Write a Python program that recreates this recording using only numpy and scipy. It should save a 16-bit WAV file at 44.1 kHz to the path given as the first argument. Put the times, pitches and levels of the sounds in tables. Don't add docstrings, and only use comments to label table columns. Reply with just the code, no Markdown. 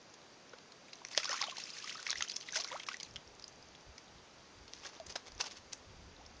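import sys
import numpy as np
from scipy import signal
from scipy.fft import rfft, irfft, next_fast_len
from scipy.io import wavfile
from scipy.ndimage import uniform_filter1d, map_coordinates

SR = 44100
rng = np.random.default_rng(int(sys.argv[2]) if len(sys.argv) > 2 else 0)


def int16_out(signal):
    q = np.round(np.clip(np.atleast_2d(signal).T, -1, 1) * 32767)
    wavfile.write(sys.argv[1], SR, q.astype(np.int16))


def nominal_scale(level):
    x = np.asarray(level, float) / 20
    return 10 ** x


N = 282240
TIME_S = np.arange(N) / SR

# (frequency [Hz], density [dB per Hz])
HISS_SPECTRUM = [(59, -20.5), (100, -10.5), (129, -5.5), (374, -4), (546, -4.5), (679, -6), (1130, -8.5),
                 (3270, -14), (4770, -15.5), (7500, -15.5), (9750, -42), (16500, -120)]
# (time [s], level [dB])
WIND = [
    (0.0, -85),
    (1.4, -86),
    (2.0, -78),
    (3.0, -77.5),
    (3.08, -66.5),
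    (3.35, -62),
    (3.5, -71.5),
    (5.5, -73),
    (6.02, -59),
    (6.4, -58),
]
# (frequency [Hz], density [dB per Hz])
BUFFET_SPECTRUM = [(12, -42.5), (20, -13.5), (76, 0), (111, -7), (216, -14.5), (250, -18.5), (320, -47),
                   (550, -120)]
# (time [s], peak [dB], frequency [Hz])
KNOCKS = [(2.175, -58, 62), (2.577, -60, 100), (3.165, -57.5, 78.1), (3.528, -67, 152), (3.885, -50, 69.6),
          (4.158, -53.5, 104), (4.574, -59, 68.6), (5.077, -53.5, 129), (5.323, -53, 46.3),
          (5.373, -54.5, 59.2), (5.887, -55, 89.5), (5.982, -54.5, 102)]
# (start [s], end [s])
CRICKET_RESTS = [(.46, 0.57), (2.33, 3.08), (4.22, 4.38), (6.13, 6.27)]

# (time [s], stirring [dB], churn depth [dB])
HAUL = [
    (0.85, -68, -8),
    (1.1, -64, -7),
    (1.14, -54, -6.5),
    (1.27, -48, -5.5),
    (1.33, -46, -2),
    (1.39, -47.5, -2),
    (1.53, -50, -10),
    (1.85, -49.5, -12.5),
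    (2.02, -51, -6),
]
# (time [s], stirring [dB], churn depth [dB])
SHAKE = [
    (2.22, -50, -12),
    (2.35, -53, -12),
    (2.47, -54, -9),
    (2.73, -53, -4),
    (2.89, -54.5, -7.5),
    (3.1, -62, -8),
]
# (time [s], depth [dB])
LULLS = [(1.54, 7), (2.036, 6), (2.145, 10), (2.268, 12), (2.39, 12), (2.445, 7), (2.853, 25), (2.978, 24),
         (2.338, 7), (3.044, 21)]
# (frequency [Hz], density [dB per Hz])
SHEET_SPECTRUM = [(700, -46), (1500, -11.5), (2500, 0.5), (5500, -7), (7500, 0), (9000, -62)]

# (time [s], peak [dB], pitch [Hz], length [ms])
LIFT_SLAPS = [(0.933, -35, 4090, 3.8), (1.05, -28, 4990, 1.18), (1.086, -35, 5180, 1.5),
              (1.113, -42, 4500, 2.1), (1.1495, -29, 1890, 2), (1.1768, -6.5, 5110, 0.29),
              (1.201, -31, 5020, 11), (1.233, -27.5, 2390, 3.8), (1.2448, -21, 5907, 1.7),
              (1.2556, -24, 4490, 1.9), (1.293, -23.5, 4990, 2.44), (1.312, -28.5, 5140, 9.3),
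              (1.3296, -26.5, 5450, 1.8), (1.366, -36, 4440, 2.7), (1.4153, -22, 5050, 3.2),
              (1.4255, -21, 2133, 2.36), (1.44, -24.5, 3586, 6.2), (1.468, -34.5, 5980, 2.44),
              (1.498, -28.5, 2895, 2.88), (1.569, -31, 4030, 2.4), (1.584, -29.5, 5530, 2.33),
              (1.638, -43, 5250, 3), (1.7032, -34.5, 4390, 3.9), (1.843, -30, 5010, 2.88),
              (1.8765, -32, 1904, 2.8), (1.8952, -29.5, 3070, 4.3), (1.9484, -43, 5060, 3.1),
              (1.977, -38, 5900, 1.4), (2.0006, -35, 5750, 2), (2.0282, -29, 6030, 1.5)]
# (time [s], peak [dB], pitch [Hz], length [ms])
DUNK_SLAPS = [(2.0671, -23, 2100, 2.04), (2.077, -33, 4800, 2.3), (2.09, -32, 2150, 2.8),
              (2.097, -29.5, 4104, 4.6), (2.105, -16, 5544, 1.7), (2.114, -23.5, 3750, 3.5),
              (2.1295, -21.5, 1645, 1.93), (2.157, -32.5, 1885, 2.9), (2.174, -36, 5100, 2.6),
              (2.183, -33, 5350, 1.5), (2.208, -22.5, 1907, 2.87), (2.224, -17, 3275, 2.7),
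              (2.2853, -38, 4550, 2.9), (2.298, -25.5, 4590, 3.16), (2.312, -29, 4660, 2.01),
              (2.3183, -27.5, 5150, 1.83), (2.362, -25, 5240, 1.7), (2.3654, -20.5, 5600, 1.4),
              (2.411, -33, 4590, 1.8), (2.428, -39, 2980, 2)]
# (time [s], peak [dB], pitch [Hz], length [ms])
EMPTYING_SLAPS = [(2.488, -30.5, 2020, 2.6), (2.5243, -27, 6140, 1.2), (2.5454, -31, 6050, 1.5),
                  (2.5576, -23.5, 5910, 3.1), (2.5624, -23.5, 5500, 3.2), (2.571, -24, 5450, 4.3),
                  (2.5882, -29, 5960, 1.8), (2.6012, -28, 4370, 5.2), (2.609, -29, 5680, 4.8),
                  (2.6212, -33.5, 3310, 2.4), (2.638, -37, 5200, 1.9), (2.6455, -23.5, 4570, 2.18),
                  (2.6763, -32.5, 5560, 1.4), (2.718, -32, 3260, 2), (2.7275, -31, 2005, 1.4),
                  (2.799, -32.5, 3200, 3.9), (2.834, -34.5, 2870, 3.6), (2.8675, -37, 5460, 3),
                  (2.888, -24, 2473, 2.9), (2.932, -35, 5070, 1.5), (2.9434, -29, 1970, 1.3),
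                  (2.969, -33, 6030, 1.4), (3.0008, -32, 3360, 2.3), (3.007, -34, 4980, 3),
                  (3.031, -26, 5710, 1.6), (3.049, -43, 4340, 2.5), (3.1596, -27.5, 3165, 1.57),
                  (3.1644, -30, 3017, 2.1)]
# (time [s], peak [dB], pitch [Hz], length [ms])
DRIPS = [(0.14, -41.5, 6290, 3.4), (0.5353, -39.5, 1447, 5), (0.586, -41, 4270, 1.84),
         (0.721, -43.5, 4450, 2.16), (3.397, -37.5, 5250, 1.72), (3.424, -41, 5040, 2.1),
         (3.442, -37, 4690, 2), (3.48, -35.5, 6030, 2.6), (3.6266, -44, 4960, 2.24),
         (3.7508, -42, 3440, 2.5), (3.981, -37.5, 5230, 2.49), (3.981, -38, 2193, 2.96),
         (4.6803, -41, 3980, 3), (4.7354, -27.5, 5810, 0.64), (4.85, -34.5, 3240, 2.2),
         (4.856, -36, 1610, 3.8), (4.8644, -35, 4820, 2.6), (5, -34.5, 4600, .7), (5.066, -36, 6840, 4.7),
         (5.0985, -38.5, 4900, 4.8), (5.124, -38, 5100, 2.44), (5.1593, -30, 1503, 2),
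         (5.32, -39.5, 4940, 2.5), (5.4099, -19.5, 4465, 2.27), (5.442, -34, 5380, 2.4),
         (5.461, -37, 4500, 3.1), (5.4688, -35, 5580, 1.7), (5.5707, -42, 4340, 1.7),
         (5.732, -25, 5800, 2.4), (6.2632, -43, 5320, 2.9)]

# (time [s], peak [dB], pitch [Hz], t60 [s])
BUBBLES = [(0.535, -42.5, 504, 0.037), (1.017, -37, 945, 0.012), (1.176, -27, 601, 0.024),
           (1.199, -40, 1350, 0.04), (1.253, -32, 1150, 0.018), (1.278, -34, 1480, 0.022),
           (1.286, -35, 1370, 0.018), (1.296, -37, 564, 0.04), (1.329, -30, 1084, 0.033),
           (1.395, -31, 2020, 0.014), (1.412, -31.5, 1090, 0.034), (1.434, -31.5, 1347, 0.033),
           (1.483, -34, 707, 0.025), (1.581, -35, 876, 0.015), (1.766, -45, 1860, 0.044),
           (1.842, -39.5, 1230, 0.041), (1.954, -35, 1297, 0.027), (1.994, -35.5, 1480, 0.018),
           (2.088, -38, 1256, 0.039), (2.156, -39, 2080, 0.042), (2.22, -31, 1370, 0.033),
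           (2.531, -35.5, 1650, 0.025), (2.557, -24.5, 1520, 0.013), (2.649, -41.5, 1400, 0.033),
           (2.683, -41, 2170, 0.034), (2.714, -38.5, 1000, 0.075), (2.886, -21.5, 1206, 0.0088),
           (2.915, -33, 1490, 0.021), (2.941, -37, 1935, 0.031), (5.157, -34, 710, 0.029)]
# (time [s], peak [dB], pitch [Hz], t60 [s])
SAGGING_DRIP = (4.9995, -36.5, 690, .085)
# (time [s], length [s], level [dB], start pitch [Hz], end pitch [Hz])
GULPS = [(1.1749, 0.0079, -33, 1750, 2150), (1.1761, 0.0023, -20.5, 3060, 3370),
         (1.336, 0.017, -35.5, 1133, 1420), (1.519, 0.023, -48, 1080, 1030),
         (2.485, 0.01, -38.5, 1860, 3960), (2.558, 0.048, -44.5, 630, 745), (2.57, 0.045, -50, 840, 1212),
         (2.713, .056, -34.5, 511, 1400), (2.726, 0.0095, -38, 1060, 1340), (2.788, 0.023, -54, 1520, 2400),
         (6.198, 0.0255, -51, 704, 924)]

# (time [s], peak [dB], pitch [Hz], length [ms])
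LIFT_BEADS = [(1.1364, -45, 5300, 4.5), (1.1419, -43, 4480.0, 6), (1.2004, -35.5, 1870, 6.2),
              (1.264, -36, 5230, 5.7), (1.2781, -42, 5770.0, 7.6), (1.2957, -35, 1790, 12),
              (1.318, -34, 2990, 6.4), (1.3345, -38, 4480.0, 7.7), (1.3425, -27.5, 1225, 6.1),
              (1.4469, -46, 858, 19), (1.4722, -45.5, 1120.0, 13), (1.4776, -39, 3080, 9.2),
              (1.4913, -40, 3080, 4.4), (1.526, -46, 1135, 9.2), (1.5846, -39.5, 3054, 4.7),
              (1.5975, -45, 2580.0, 6.1), (1.6562, -45, 4820.0, 9.2), (1.7371, -42, 4940, 7),
              (1.788, -39, 5700, 4.1), (1.8268, -44, 4500, 5.4), (1.842, -44, 3130, 7.2),
              (1.9224, -42, 2070, 7.6), (1.9266, -41, 5590, 6.1), (1.9286, -44, 4480.0, 4.5),
              (1.9466, -41, 5200, 4.9), (1.973, -41, 4220.0, 4.5), (1.981, -41, 1720.0, 5.9),
              (2.0808, -41, 1810.0, 5.5), (2.09, -36, 2160, 4.9)]
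# (time [s], peak [dB], pitch [Hz], length
# [ms])
SHAKE_BEADS = [(2.1292, -33, 3630, 6.7), (2.1561, -41, 5940.0, 5.0), (2.2244, -23, 6270, 4.1),
               (2.2394, -45, 5170.0, 9.2), (2.2798, -41, 3070, 7.7), (2.2853, -37, 6030.0, 4.8),
               (2.3247, -42, 3220, 5.5), (2.3407, -41, 5270, 8.5), (2.405, -43, 6120.0, 5.8),
               (2.4759, -45, 3880, 4.9), (2.5367, -36, 6000, 4.7), (2.5397, -43, 3670, 6.7),
               (2.5722, -27.5, 2020, 4.6), (2.5761, -33, 6120.0, 3.8), (2.6051, -43, 2720, 6.7),
               (2.6161, -36, 4650.0, 4.7), (2.622, -45, 2240.0, 6.0), (2.6879, -42, 5680.0, 7.3),
               (2.7054, -40, 1890.0, 5.5), (2.7453, -44, 2100, 5.5), (2.8021, -42.5, 2140, 7.1),
               (2.876, -43, 5770.0, 5.5), (2.9204, -46, 4300, 3.9), (2.9433, -39, 5600.0, 3.6),
               (3.0012, -39, 4650.0, 4.0), (5.1598, -38, 3910, 10.7), (5.1598, -34.5, 5160, 6.3),
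               (5.4132, -32, 2600, 5.3), (5.4137, -34, 6200.0, 9.3), (5.4636, -42, 3020, 6.3),
               (5.4761, -45, 4370, 5.0)]
# (time [s], peak [dB], pitch [Hz], length [ms])
SLAP_BEADS = [(1.0506, -36.5, 2090, 3.9), (1.2038, -48, 1320, 11.0), (1.2561, -42, 2910, 6.7),
              (1.2741, -41, 3330, 5.8), (1.305, -40, 1354, 28), (1.3117, -37, 5300, 4.5),
              (1.3355, -39, 6520, 12), (1.3434, -36, 5250, 5.5), (1.3664, -37, 6120, 4.5),
              (1.3784, -41, 6200, 5.0), (1.3799, -39, 3790, 4.5), (1.4332, -42, 806, 19),
              (1.4397, -31.5, 3530, 5.5), (1.5824, -38, 4300, 5.7), (1.639, -32, 5360, 4.2),
              (1.8029, -51, 1680, 22), (1.99, -45, 3520, 4.6), (2.0985, -26.5, 4220, 4),
              (2.1835, -37, 5360, 4.8), (2.2103, -35, 3200, 5.6), (2.2249, -33, 3270, 4.1),
              (2.5245, -28, 5990, 4.0), (2.5472, -31, 5940, 3.6), (2.5801, -43.5, 895, 14),
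              (2.5891, -40, 3060, 4.5), (2.639, -35, 5440, 4.5), (2.6545, -46, 5850, 7.5),
              (2.889, -37, 5350, 6.5), (4.8395, -46, 3200, 4.4), (5.4107, -31, 5170, 7.2),
              (5.432, -47, 1160, 6), (5.4686, -44.5, 860, 9.3)]
# (time [s], peak [dB], pitch [Hz], length [ms])
CALM_BEADS = [(.885, -48, 2310, 4.8), (.932, -42, 2540, 3.8), (0.9563, -44, 6000, 3.8),
              (1.069, -43, 5800, 3.8), (1.1125, -42, 2650, 4), (3.111, -47, 5450, 4.4),
              (3.277, -46, 5360, 3.8), (3.442, -34, 4805, 4.4)]
# (time [s], peak [dB], pitch [Hz], length [ms])
LATE_BEADS = [(2.866, -47, 1700, 8), (2.9195, -41, 3300, 4), (3.011, -47.5, 2180, 7.9),
              (3.0333, -34, 4510, 4.5), (3.05, -47, 4020, 6.5), (5.181, -51, 1010, 5.4),
              (5.351, -46, 6300, 3.5), (5.38, -44, 5600, 4), (5.409, -33, 2160, 4.4)]

# (time [s], length [s], level [dB], low part relative [dB])
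CRUNCHES = [(1.125, 0.025, -47, -13), (1.177, 0.024, -35, -34), (2.564, 0.039, -36.5, -18),
            (4.764, 0.082, -56, -15), (4.86, 0.072, -49.5, -2.5), (4.956, 0.059, -58.5, -0.5),
            (5.105, 0.034, -48, -8.5), (5.1553, 0.011, -33.5, -2.5), (5.2, 0.022, -60, -1),
            (5.274, 0.036, -51, -7), (5.4094, 0.022, -34, -5), (5.439, 0.007, -55.5, 6.5),
            (5.464, 0.037, -45, -4.5), (5.52, 0.035, -49.5, -9), (5.572, 0.032, -51, -8),
            (5.731, 0.015, -43.5, -22)]

# (frequency [Hz], gain [dB])
MIC_RESPONSE = [(20, -2), (3000, -2), (6200, 0), (7000, -6.5), (7600, -17), (7900, -20.5), (8200, -99)]
# (frequency [Hz], gain [dB])
MIRROR_RESPONSE = [(7900, -78.5), (8100, 5.5), (9000, -8.5), (10000, -30), (10500, -50.5), (11000, -84)]
# (start [s], end [s])
BASS_GAPS = [(1.225, 1.24), (1.385, 1.485), (1.57, 1.6), (2.225, 2.325)]
# (start [s], end [s])
EDGE_GAPS = [(0, .2), (.48, .65), (1.22, 1.64), (2.59, 2.7), (3.65, 3.78), (4.9, 5.05), (5.6, 5.6),
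             (6.1, 6.35)]
# (start [s], end [s])
MID_GAPS = [(2.848, 2.859)]


def unit(x):
    return x / np.sqrt(np.mean(x ** 2) + 1e-20)


def curve(rows, column, outside_db=-120):
    rows = np.array(rows)
    return np.interp(TIME_S, rows[:, 0], rows[:, column], outside_db, outside_db)


def wobble(rate_hz):
    knots = rng.standard_normal(int(N * rate_hz / SR) + 4)
    return map_coordinates(knots, [TIME_S * rate_hz])


def coloured(x, points):
    size = next_fast_len(N + 8192)
    hz, db = np.transpose(points)
    bins_hz = np.fft.rfftfreq(size, 1 / SR)
    gain = nominal_scale(np.interp(np.log(bins_hz + 1), np.log(hz), db))
    return irfft(rfft(x, size) * gain, size)[..., :N]


def band(x, lo_hz, hi_hz):
    sos = signal.butter(2, [lo_hz, min(hi_hz, SR * 0.45)], "bandpass", fs=SR, output="sos")
    return signal.sosfilt(sos, x)


def tone(pitch_hz):
    return np.sin(2 * np.pi * np.cumsum(pitch_hz) / SR)


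def add(out, start_s, sound):
    part = out[round(start_s * SR):][:len(sound)]
    part += sound[:len(part)]


def hiss():
    level_db = -57.5 + 0.11 * wobble(2.4)
    return nominal_scale(level_db) * unit(coloured(rng.standard_normal(N), HISS_SPECTRUM))


def wind():
    gust_db, gust_s, gust_lag_s = -8, 0.043, 0.02
    strength = nominal_scale(curve(WIND, 1))
    for s, db, hz in KNOCKS:
        strength += nominal_scale(db + gust_db) * np.exp(-((TIME_S - s - gust_lag_s) / gust_s) ** 2)
    rumble = coloured(rng.standard_normal(N), BUFFET_SPECTRUM)
    out = strength * unit(nominal_scale(2.9 * wobble(14)) * rumble)
    t = np.arange(SR // 12) / SR
    for s, db, hz in KNOCKS:
        shape = np.exp(-t * hz * 0.7) * (1 - np.exp(-t / 0.004))
        add(out, s, -nominal_scale(db + 3.0) * np.sin(2 * np.pi * hz * t) * shape)
    return out


def cricket():
    singing = 1.0 - sum((TIME_S > a) * (TIME_S < b) for a, b in CRICKET_RESTS)
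    trill = tone(4725 + 7 * wobble(15)) * nominal_scale(wobble(90))
    return nominal_scale(-73) * uniform_filter1d(singing, 900) * unit(trill)


def stirring_db():
    lulls_db = sum(db * np.exp(-((TIME_S - s) / 0.012) ** 2) for s, db in LULLS)
    return curve(HAUL + SHAKE, 1) - lulls_db


def grains(level_db, count, mid_hz, spread, cycles, scatter_db, rise):
    draw, t = rng.random((count, 4)), np.arange(640) / SR
    chance = np.cumsum(nominal_scale(level_db) ** 0.5)
    start = np.searchsorted(chance, draw[:, 0] * chance[-1])
    hz = mid_hz * np.exp(spread * (draw[:, 1:2] + draw[:, 2:3] - 1))
    hz = np.clip(hz, 300, 7600)
    age = t * hz / cycles
    size = nominal_scale(-scatter_db * np.log(draw[:, 3:] + 0.0025))
    shape = np.exp(-age) * (1 - np.exp(-4 * age))
    rows = size * np.sin(2 * np.pi * hz * t * (1 + rise * age / 2)) * shape
    places = start[:, None] + np.arange(len(t))
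    x = np.bincount(places.ravel(), rows.ravel(), N + len(t))[:N]
    local_rms = np.sqrt(np.abs(uniform_filter1d(x * x, SR // 6)) + 1e-6)
    return nominal_scale(level_db) * x / local_rms


def patter():
    stir_db = stirring_db()
    ticks = grains(stir_db - 10.0, count=330, mid_hz=4530, spread=0.54, cycles=6.0, scatter_db=4.0, rise=0.34)
    blips = grains(stir_db - 15.0, count=120, mid_hz=2100, spread=0.705, cycles=7, scatter_db=4, rise=0.12)
    strays = grains(np.full(N, -73.0), count=70, mid_hz=4320, spread=0.6, cycles=4, scatter_db=-1.0, rise=0.18)
    return ticks + blips + strays


def slap(t, db, hz, ms, low_db):
    climb, noise = rng.standard_normal(), rng.standard_normal(len(t))
    life_s = np.clip(ms, 0.6, 9) / 1000
    shape = np.exp(np.where(t < 0, t / (0.35 * life_s), -t / (0.92 * life_s)))
    burst = noise * shape
    octaves = 0.252 * np.tanh(abs(climb)) * (t / life_s - 0.3)
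    droplet = shape * tone(np.minimum(hz * 2 ** octaves, 7500))
    click = 4 * np.sign(climb) * (np.abs(t) < 0.6 / SR) * 0.0011 / life_s
    narrow = band(burst, hz * 0.84, hz * 1.24)
    broad = band(band(burst + click, hz * 0.33, hz * 2.67), hz * 0.5, 8000)
    high = 0.36 * droplet + 0.74 * narrow + 0.5 * broad
    low = band(band(burst, 530, 2220), 260, 1700)
    return nominal_scale(db) * (high / np.abs(high).max() + nominal_scale(low_db - 3.5) * low / np.abs(low).max())


def splashes():
    out, t = np.zeros(N), np.arange(SR // 20) / SR - 0.006
    depth_db = curve(HAUL + SHAKE, 2, outside_db=-15)
    for s, db, hz, ms in LIFT_SLAPS + DUNK_SLAPS + EMPTYING_SLAPS:
        push_db = -1.5 + 1.9 * depth_db[round(s * SR)]
        add(out, s + t[0], slap(t, db, hz, ms, push_db))
    for s, db, hz, ms in DRIPS:
        add(out, s + t[0], slap(t, db, hz, ms, low_db=-14))
    return out


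def ring(db, hz, t60_s, rise):
    t = np.arange(SR // 6) / SR
    t60_s = np.clip(t60_s, 0.01, 0.16)
    pitch_hz = hz * 2 ** (rise * (1 - np.exp(-3 * t / t60_s)))
    return nominal_scale(db - 60 * t / t60_s) * (1 - np.exp(-t / 0.00097)) * tone(pitch_hz)


def gulp(length_s, db, start_hz, end_hz):
    u = np.linspace(0, 1, round(length_s * SR))
    late = 2.6 if start_hz < 680 else 1
    ratio = end_hz / start_hz
    pitch_hz = start_hz * ratio ** np.sin(np.pi / 2 * u ** late) ** 2
    level_db = db + 11.2 * np.log2(ratio) * (u - 1.0)
    return nominal_scale(level_db) * np.sin(np.pi * u) ** 0.2 * tone(pitch_hz)


def bubbles():
    out = np.zeros(N)
    for s, db, hz, t60_s in BUBBLES:
        add(out, s, ring(db + 3.0, hz * 0.946, t60_s, rise=0.2))
    add(out, SAGGING_DRIP[0], ring(*SAGGING_DRIP[1:], rise=-0.3))
    for s, *settings in GULPS:
        add(out, s, gulp(*settings))
    return out


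def stirred_water():
    spray_db, depth_db = stirring_db(), curve(HAUL + SHAKE, 2, outside_db=0)
    surge_db = 1.4 * wobble(35)
    sheet_db = spray_db - 4.5 + surge_db + 4.7 * wobble(180)
    sheet = nominal_scale(sheet_db) * unit(coloured(rng.standard_normal(N), SHEET_SPECTRUM))
    fizz = grains(spray_db - 3.0 + surge_db, count=5000, mid_hz=4910, spread=0.92,
                  cycles=4.2, scatter_db=4.0, rise=0.25)
    gurgle = grains(spray_db + depth_db + surge_db, count=2500, mid_hz=1405, spread=0.677,
                    cycles=3.9, scatter_db=5.5, rise=0.32)
    return sheet + fizz + gurgle


def beads():
    out, t = np.zeros(N), np.arange(SR // 25) / SR - 0.008
    for s, db, hz, ms in LIFT_BEADS + SHAKE_BEADS + SLAP_BEADS + CALM_BEADS + LATE_BEADS:
        life_s = max(ms - 2.5, 1) / 1000
        shape = np.exp(np.where(t < 0, -(t / (0.37 * life_s)) ** 2, -t / (0.45 * life_s)))
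        pitch_hz = np.minimum(hz * 2 ** (0.1456 * np.tanh(t / life_s)), 7500)
        add(out, s + t[0], nominal_scale(db + 2) * shape * tone(pitch_hz))
    return out


def crunches():
    crackle = rng.standard_normal((2, N)) * nominal_scale(4 * wobble(600))
    high = unit(band(crackle[0], 2040, 8100))
    low = unit(band(crackle[1], 388, 1530))
    out = np.zeros(N)
    for s, length_s, db, low_db in CRUNCHES:
        age = (TIME_S - s) / length_s
        if length_s < 0.012:
            shape = (age > 0) * np.exp(-age ** 2)
        else:
            shape = np.exp(-(2 * age) ** 2)
        out += nominal_scale(db) * shape * (high + nominal_scale(low_db) * low)
    return out


def scene():
    water = stirred_water() + splashes() + crunches() + bubbles() + beads()
    water = band(water, 150, 18000)
    t = np.arange(SR // 8) / SR
    bank = nominal_scale(-60 * t / 0.17) * rng.standard_normal(len(t))
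    echo = signal.fftconvolve(band(water, 900, 9000), bank / np.linalg.norm(bank))[:N]
    outdoors = hiss() + wind() + cricket()
    return (water + nominal_scale(-12.0) * echo + outdoors + patter())[None]


def starved(x, gaps, lo_hz, hi_hz):
    part = coloured(x, [(lo_hz * 0.98, -120), (lo_hz, 0), (hi_hz, 0), (hi_hz / 0.98, -120)])
    gate = sum((TIME_S >= a) * (TIME_S < b) * 1.0 for a, b in gaps)
    return x - part * uniform_filter1d(gate, 250)


def roll_off(x):
    return signal.sosfilt(signal.butter(12, 10540, fs=SR, output="sos"), x)


def record(dry):
    phone_rate_hz = 16000
    kept = coloured(dry, MIC_RESPONSE)
    mirror = coloured(kept * np.cos(2 * np.pi * phone_rate_hz * TIME_S), MIRROR_RESPONSE)
    heard = kept + mirror + nominal_scale(-94.5) * rng.standard_normal(N)
    heard = starved(heard, BASS_GAPS, 1, 110)
    heard = starved(heard, MID_GAPS, 2800, 5200)
    heard = starved(heard, EDGE_GAPS, 7650, 8400)
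    return roll_off(heard)


dry = scene()
out = record(dry)
int16_out(out)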